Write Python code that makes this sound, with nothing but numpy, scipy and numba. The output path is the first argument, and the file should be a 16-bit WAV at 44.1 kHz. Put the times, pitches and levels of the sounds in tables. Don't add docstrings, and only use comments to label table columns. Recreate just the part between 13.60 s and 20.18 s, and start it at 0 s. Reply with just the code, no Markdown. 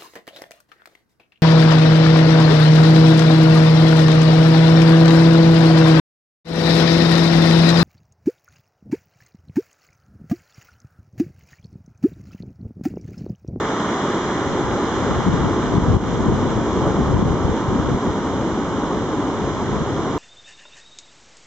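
import sys
import numpy as np
from scipy import signal
from scipy.fft import rfft, irfft, next_fast_len
from scipy.io import wavfile
from scipy.ndimage import uniform_filter1d
from numba import njit

SR = 44100
rng = np.random.default_rng(int(sys.argv[2]) if len(sys.argv) > 2 else 0)


def transcribe(signal):
    frames = np.atleast_2d(signal).T
    limited = np.clip(frames, -1, 1)
    pcm = np.round(limited * 32767).astype(np.int16)
    wavfile.write(sys.argv[1], SR, pcm)


N = 290178

# time_s, level_db
BREEZE = [(0, -53), (.7, -37), (1.3, -33), (1.7, -24), (2.0, -26.5), (2.6, -23.5), (3.1, -28.5), (3.6, -22),
          (4.42, -40), (4.7, -29.5), (5.4, -32.5), (6.15, -28.5), (6.58, -30.5)]
# crest_s, level_db, build_s
GUSTS = [(.92, -29, 0.038), (1.13, -26.5, 0.11), (1.6, -26, 0.11), (1.72, -19, 0.04), (1.87, -21.5, 0.099),
         (2.18, -21, 0.072), (2.35, -17, 0.066), (2.74, -20.5, 0.091), (2.88, -22, 0.063),
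         (2.99, -23, 0.047), (3.31, -23, 0.11), (3.58, -19.5, 0.065), (3.72, -24, 0.14),
         (3.91, -23.5, 0.06), (4.14, -22.5, 0.05), (4.34, -22, 0.12), (4.49, -25.5, 0.039),
         (6.22, -27.5, 0.1)]
# centre_s, level_db, pitch_hz
BUFFETS = [(1.448, -14, 200), (1.514, -8, 220), (1.589, -15, 150), (1.674, -8, 230), (1.686, -4.5, 220),
           (1.698, -9, 135), (1.74, -11, 150), (1.802, -16, 121), (1.816, -14, 95), (2.127, -12, 213),
           (2.148, -14, 150), (2.181, -4.5, 140), (2.284, -9, 149), (2.310, -6.5, 117), (2.346, -9, 75),
           (2.368, -3, 125), (2.666, -12.5, 170), (2.686, -5, 150), (2.727, -8, 130), (2.816, -16, 130),
           (2.88, -17, 135), (3.177, -12.5, 150), (3.272, -9, 114), (3.392, -7, 220), (3.511, -11, 119),
           (3.544, -10.5, 110), (3.56, -13, 130), (3.594, -11, 160), (3.628, -6.5, 191), (3.66, -8, 110),
           (3.708, -9, 111), (3.851, -9, 100), (3.896, -11, 130), (4.087, -13, 100), (4.161, -14, 170),
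           (4.199, -10, 150), (4.319, -14, 190), (4.348, -15, 150), (6.217, -11, 160)]
# frequency_hz, gain_db
RUMBLE_EQ = [(20, -13), (45, -3.5), (72, 3), (120, 3), (190, 0.1), (280, -7.5), (380, -13.5), (550, -20.5),
             (900, -24.5), (2000, -62.5)]
FLUTTER_EQ = [(80, -17), (160, -3.5), (230, 0.5), (320, -5), (450, -8.5), (700, -17.5), (1500, -53.5)]
# frequency_hz, correlation (clipped at -1 and 1)
WIND_LIKENESS = [(30, 1), (80, 0.82), (130, 0.64), (190, 0.23), (300, 0.13), (1000, -1.2)]
FOAM_LIKENESS = [(700, .3), (1500, 0), (2500, 0.034), (3200, 0.46), (3800, 0.64), (5000, .42), (6000, .3),
                 (6600, -0.19), (8000, -0.37)]

# time_s, roar_db, white_water_db
SURGE = [(0, -26, -30.5), (.6, -27, -31), (1.03, -27, -33.5), (1.5, -26, -31.5), (2.08, -27, -36),
         (2.4, -28, -38), (2.9, -28, -37.5), (3.3, -26, -37), (3.55, -27.5, -39.5), (3.8, -26.5, -39.5),
         (4.2, -27.5, -39), (4.9, -28.5, -39), (6.58, -28.5, -39)]
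# centre_s, foam_boost_db
SPLASHES = [(.63, 0.5), (1.36, 1), (2.05, 1.0), (2.9, 1.0), (3.98, 1.0), (6.13, 0.9)]
# centre_s, level_db, pitch_hz
SLUMPS = [(0.523, -25.5, 377), (0.895, -26.5, 240), (0.985, -24, 323), (1.145, -21.5, 310),
          (1.26, -24.5, 268), (1.46, -24.5, 414), (1.89, -26.5, 295), (1.975, -24.5, 338),
          (2.143, -22, 342), (2.61, -26, 274), (2.69, -20.5, 340), (2.84, -23, 340), (3.17, -21.5, 323),
          (3.275, -20.5, 400), (3.40, -19.5, 253), (3.87, -28, 362), (4.14, -22.5, 247), (4.33, -21.5, 248),
          (4.45, -24, 276), (4.87, -25.5, 310), (5.34, -24, 330), (5.61, -25.5, 310), (5.69, -27, 282),
          (5.86, -25, 345), (6.17, -25, 340)]
# frequency_hz, gain_db
FOAM_EQ = [(100, 4), (700, -5), (1200, 4.5), (1800, 5.5), (2400, 4), (3300, 6), (4200, 1.5), (5000, 2),
           (6000, 1), (7200, -1), (8000, -11.5), (8300, -23)]
WHITE_WATER_EQ = [(400, -0.5), (800, -5.5), (1200, 7), (1600, 5), (2000, 3), (2600, -11), (3300, -3),
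                  (4500, -15.5), (8000, -28.5)]
CHURN_EQ = [(20, -29), (60, -13), (115, -5), (170, -5.5), (230, -0.5), (320, 1.5), (420, 0), (530, -6.5),
            (700, -21.5), (1200, -65)]
ROAR_EQ = [(300, -16.5), (550, -2.5), (660, -4.5), (780, -2.5), (1020, -0.5), (1250, -5.5), (1550, -12.5),
           (2200, -42), (4000, -63)]

# frequency_hz, left_minus_right_db
PORT_BALANCE = [(1000, 0), (1550, -1), (1950, 2), (2200, -1.5), (3000, 1.5), (4000, 2.5), (4500, 1),
                (5000, 1), (5500, -2.5), (7000, -1), (8000, 0)]
# frequency_hz, left_lead_rad
PORT_PHASE = [(1000, 0.11), (1700, 0.48), (2300, 0.79), (3200, -0.087), (3800, -1.8), (4900, -0.8),
              (6000, -.8), (7500, -0.15)]
# centre_hz, width_hz
NOTCHES = [(2600, 540), (4608, 950), (5432, 270), (7908, 180), (8096, 170)]

TIME_S = np.arange(N) / SR
FFT_SIZE = next_fast_len(N)
BIN_HZ = np.fft.rfftfreq(FFT_SIZE, 1 / SR)


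def undb(db):
    return 10 ** (np.asarray(db) / 20)


def unit(x):
    return x / np.sqrt(np.mean(x ** 2))


def envelopes(table):
    times, *columns = np.transpose(table)
    return [np.interp(TIME_S, times, column) for column in columns]


def per_bin(points):
    hz, value = np.transpose(points)
    return np.interp(np.log(BIN_HZ + 1), np.log(hz), value)


def colour(x, eq):
    return unit(irfft(rfft(x, FFT_SIZE) * undb(per_bin(eq)), FFT_SIZE)[..., :N])


def wobble(rate_hz):
    hold = max(int(SR / rate_hz), 2)
    steps = np.repeat(rng.standard_normal(N // hold + 2), hold)[rng.integers(hold):]
    return unit(uniform_filter1d(uniform_filter1d(steps, hold), hold)[:N])


def stereo(two, likeness):
    likeness = np.clip(likeness, -1, 1)
    mid = np.sqrt((1 + likeness) / 2) * two[0]
    side = np.sqrt((1 - likeness) / 2) * two[1]
    return np.array([mid + side, mid - side])


def port_noise(likeness):
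    spectra = rfft(rng.standard_normal((2, FFT_SIZE)))
    return irfft(stereo(spectra, per_bin(likeness)), FFT_SIZE)[:, :N]


@njit
def ring(start, hz, cycles, gain, pan, glide):
    out = np.zeros((2, N))
    for k in range(len(start)):
        length = int(cycles[k] * SR / hz[k]) + 2
        phase, level, fade = 0., gain[k], np.exp(-6. / length)
        for i in range(min(length, N - start[k])):
            phase += 2 * np.pi * hz[k] / SR * (1 + glide * i / length)
            level *= fade
            sample = level * np.sin(phase)
            out[0, start[k] + i] += sample * pan[k, 0]
            out[1, start[k] + i] += sample * pan[k, 1]
    return out


def bubbles(count, low_hz, high_hz, cycles, spread_db, width):
    when, pitch, life, rarity, place = rng.random((count, 5)).T
    start = (when * N).astype(np.int64)
    hz = low_hz * (high_hz / low_hz) ** pitch
    gain = undb(-spread_db * np.log(np.maximum(rarity, .003)))
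    angle = np.pi / 4 + width * (place - .5) * np.pi
    pan = np.column_stack([np.cos(angle), np.sin(angle)])
    return unit(ring(start, hz, cycles * (.5 + life), gain, pan, glide=1 / 4))


@njit
def follow(x, attack, release):
    out, level = np.empty(len(x)), 0.
    for i in range(len(x)):
        level += (x[i] - level) * (attack if x[i] > level else release)
        out[i] = level
    return out


def whine(pitch_hz=8003, drift_hz=18, level_db=-72):
    hz = np.array([pitch_hz + drift_hz * wobble(90) for _ in range(2)])
    return undb(level_db) * np.sin(2 * np.pi * np.cumsum(hz, axis=1) / SR)


def airflow(collapse_s=0.025):
    breeze_db, = envelopes(BREEZE)
    power = undb(breeze_db) ** 2
    for crest_s, level_db, build_s in GUSTS:
        slope_s = np.where(TIME_S < crest_s, build_s, collapse_s)
        power += undb(level_db) ** 2 * np.exp(-((TIME_S - crest_s) / slope_s) ** 2)
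    return np.sqrt(power)


def buffets(half_width_cycles=0.53, right_lag_s=0.001):
    out = np.zeros((2, N))
    for centre_s, level_db, pitch_hz in BUFFETS:
        near = np.abs(TIME_S - centre_s) * pitch_hz < 2 * np.pi * half_width_cycles
        cycles = (TIME_S[near] - centre_s - np.array([[0], [right_lag_s]])) * pitch_hz
        pressure = np.cos(2 * np.pi * (cycles + rng.random()))
        out[:, near] += undb(level_db) * pressure * np.exp(-(cycles / half_width_cycles) ** 2)
    return out


def wind(strong_flow_db=-19.5, flutter_db=-27, flutter_rise=1.4):
    flow = airflow()
    rumble = colour(port_noise(WIND_LIKENESS), RUMBLE_EQ) * flow * undb(0.5 * wobble(50))
    flutter_gain = undb(flutter_db) * (flow / undb(strong_flow_db)) ** flutter_rise
    flutter = colour(port_noise(WIND_LIKENESS), FLUTTER_EQ) * flutter_gain
    return (rumble + flutter + buffets()) * undb([[1.7], [-2.2]])


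def foam(white_water_db, base_db=-36.5, slack_db=-39.5, splash_s=0.06):
    fizz = bubbles(count=26000, low_hz=1830, high_hz=7850, cycles=3.9, spread_db=2.5, width=0.84)
    hiss = colour(port_noise(FOAM_LIKENESS) + undb(-7.5) * fizz, FOAM_EQ)
    surge_db = white_water_db - slack_db
    spray_db = sum(db * np.exp(-((TIME_S - centre_s) / splash_s) ** 2) for centre_s, db in SPLASHES)
    level_db = base_db + 0.44 * surge_db + spray_db + 0.26 * wobble(24)
    left_minus_right_db = -2 + 0.11 * surge_db
    return hiss * undb(level_db + left_minus_right_db * np.array([[.5], [-.5]]))


def white_water(level_db):
    spray = stereo(rng.standard_normal((2, N)), likeness=0.78)
    froth = bubbles(count=14000, low_hz=683, high_hz=3730, cycles=7.1, spread_db=1.5, width=0.28)
    wash = colour(spray + undb(-5.5) * froth, WHITE_WATER_EQ)
    return wash * undb(level_db + 0.32 * wobble(16)) * undb([[-.8], [.8]])


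def slumps(swell_s=0.046):
    water = rng.standard_normal(N)
    out = np.zeros(N)
    for centre_s, level_db, pitch_hz in SLUMPS:
        boom = signal.lfilter(*signal.iirpeak(pitch_hz, Q=2.2, fs=SR), water)
        boom = signal.lfilter(*signal.iirpeak(pitch_hz, Q=1.2, fs=SR), boom)
        out += unit(boom) * undb(level_db) * np.exp(-((TIME_S - centre_s) / swell_s) ** 2)
    return out


def churn(roar_db, base_db=-24.5, calm_roar_db=-29.5):
    pockets = bubbles(count=3000, low_hz=143.7, high_hz=612, cycles=8.1, spread_db=2.0, width=.04)
    body = unit(stereo(rng.standard_normal((2, N)), likeness=1.0))
    throb = colour(body + undb(-17.0) * pockets, CHURN_EQ)
    return throb * undb(base_db + 0.51 * (roar_db - calm_roar_db) + 0.18 * wobble(9.5))


def roar(level_db):
    rush = colour(stereo(rng.standard_normal((2, N)), likeness=0.99), ROAR_EQ)
    return rush * undb(level_db + 0.16 * wobble(8.6)) * undb([[-.3], [.6]])


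def camera_body(sound):
    split = np.array([[.5], [-.5]])
    response = undb(split * per_bin(PORT_BALANCE)) * np.exp(1j * split * per_bin(PORT_PHASE))
    return irfft(rfft(sound, FFT_SIZE) * response, FFT_SIZE)[:, :N]


def scene():
    roar_db, white_water_db = envelopes(SURGE)
    sea = churn(roar_db) + slumps() + roar(roar_db) + white_water(white_water_db) + foam(white_water_db)
    return camera_body(sea) + wind()


def record(dry, threshold_db=-6.0, attack_s=0.00041, release_s=0.13, low_cut_hz=22, high_cut_hz=8550):
    sound = signal.sosfilt(signal.butter(2, low_cut_hz, "high", fs=SR, output="sos"), dry)
    peak = follow(np.abs(sound).max(axis=0), 1 / (attack_s * SR), 1 / (release_s * SR))
    limiter_gain = np.minimum(1, undb(threshold_db) / (peak + 1e-9))
    sound = sound * uniform_filter1d(limiter_gain, size=64)
    for centre_hz, width_hz in NOTCHES:
        sound = signal.lfilter(*signal.iirnotch(centre_hz, centre_hz / width_hz, fs=SR), sound)
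    high_cut = signal.ellip(10, .2, 80, high_cut_hz, fs=SR, output="sos")
    return signal.sosfilt(high_cut, sound + whine())


dry = scene()
out = record(dry)
transcribe(out)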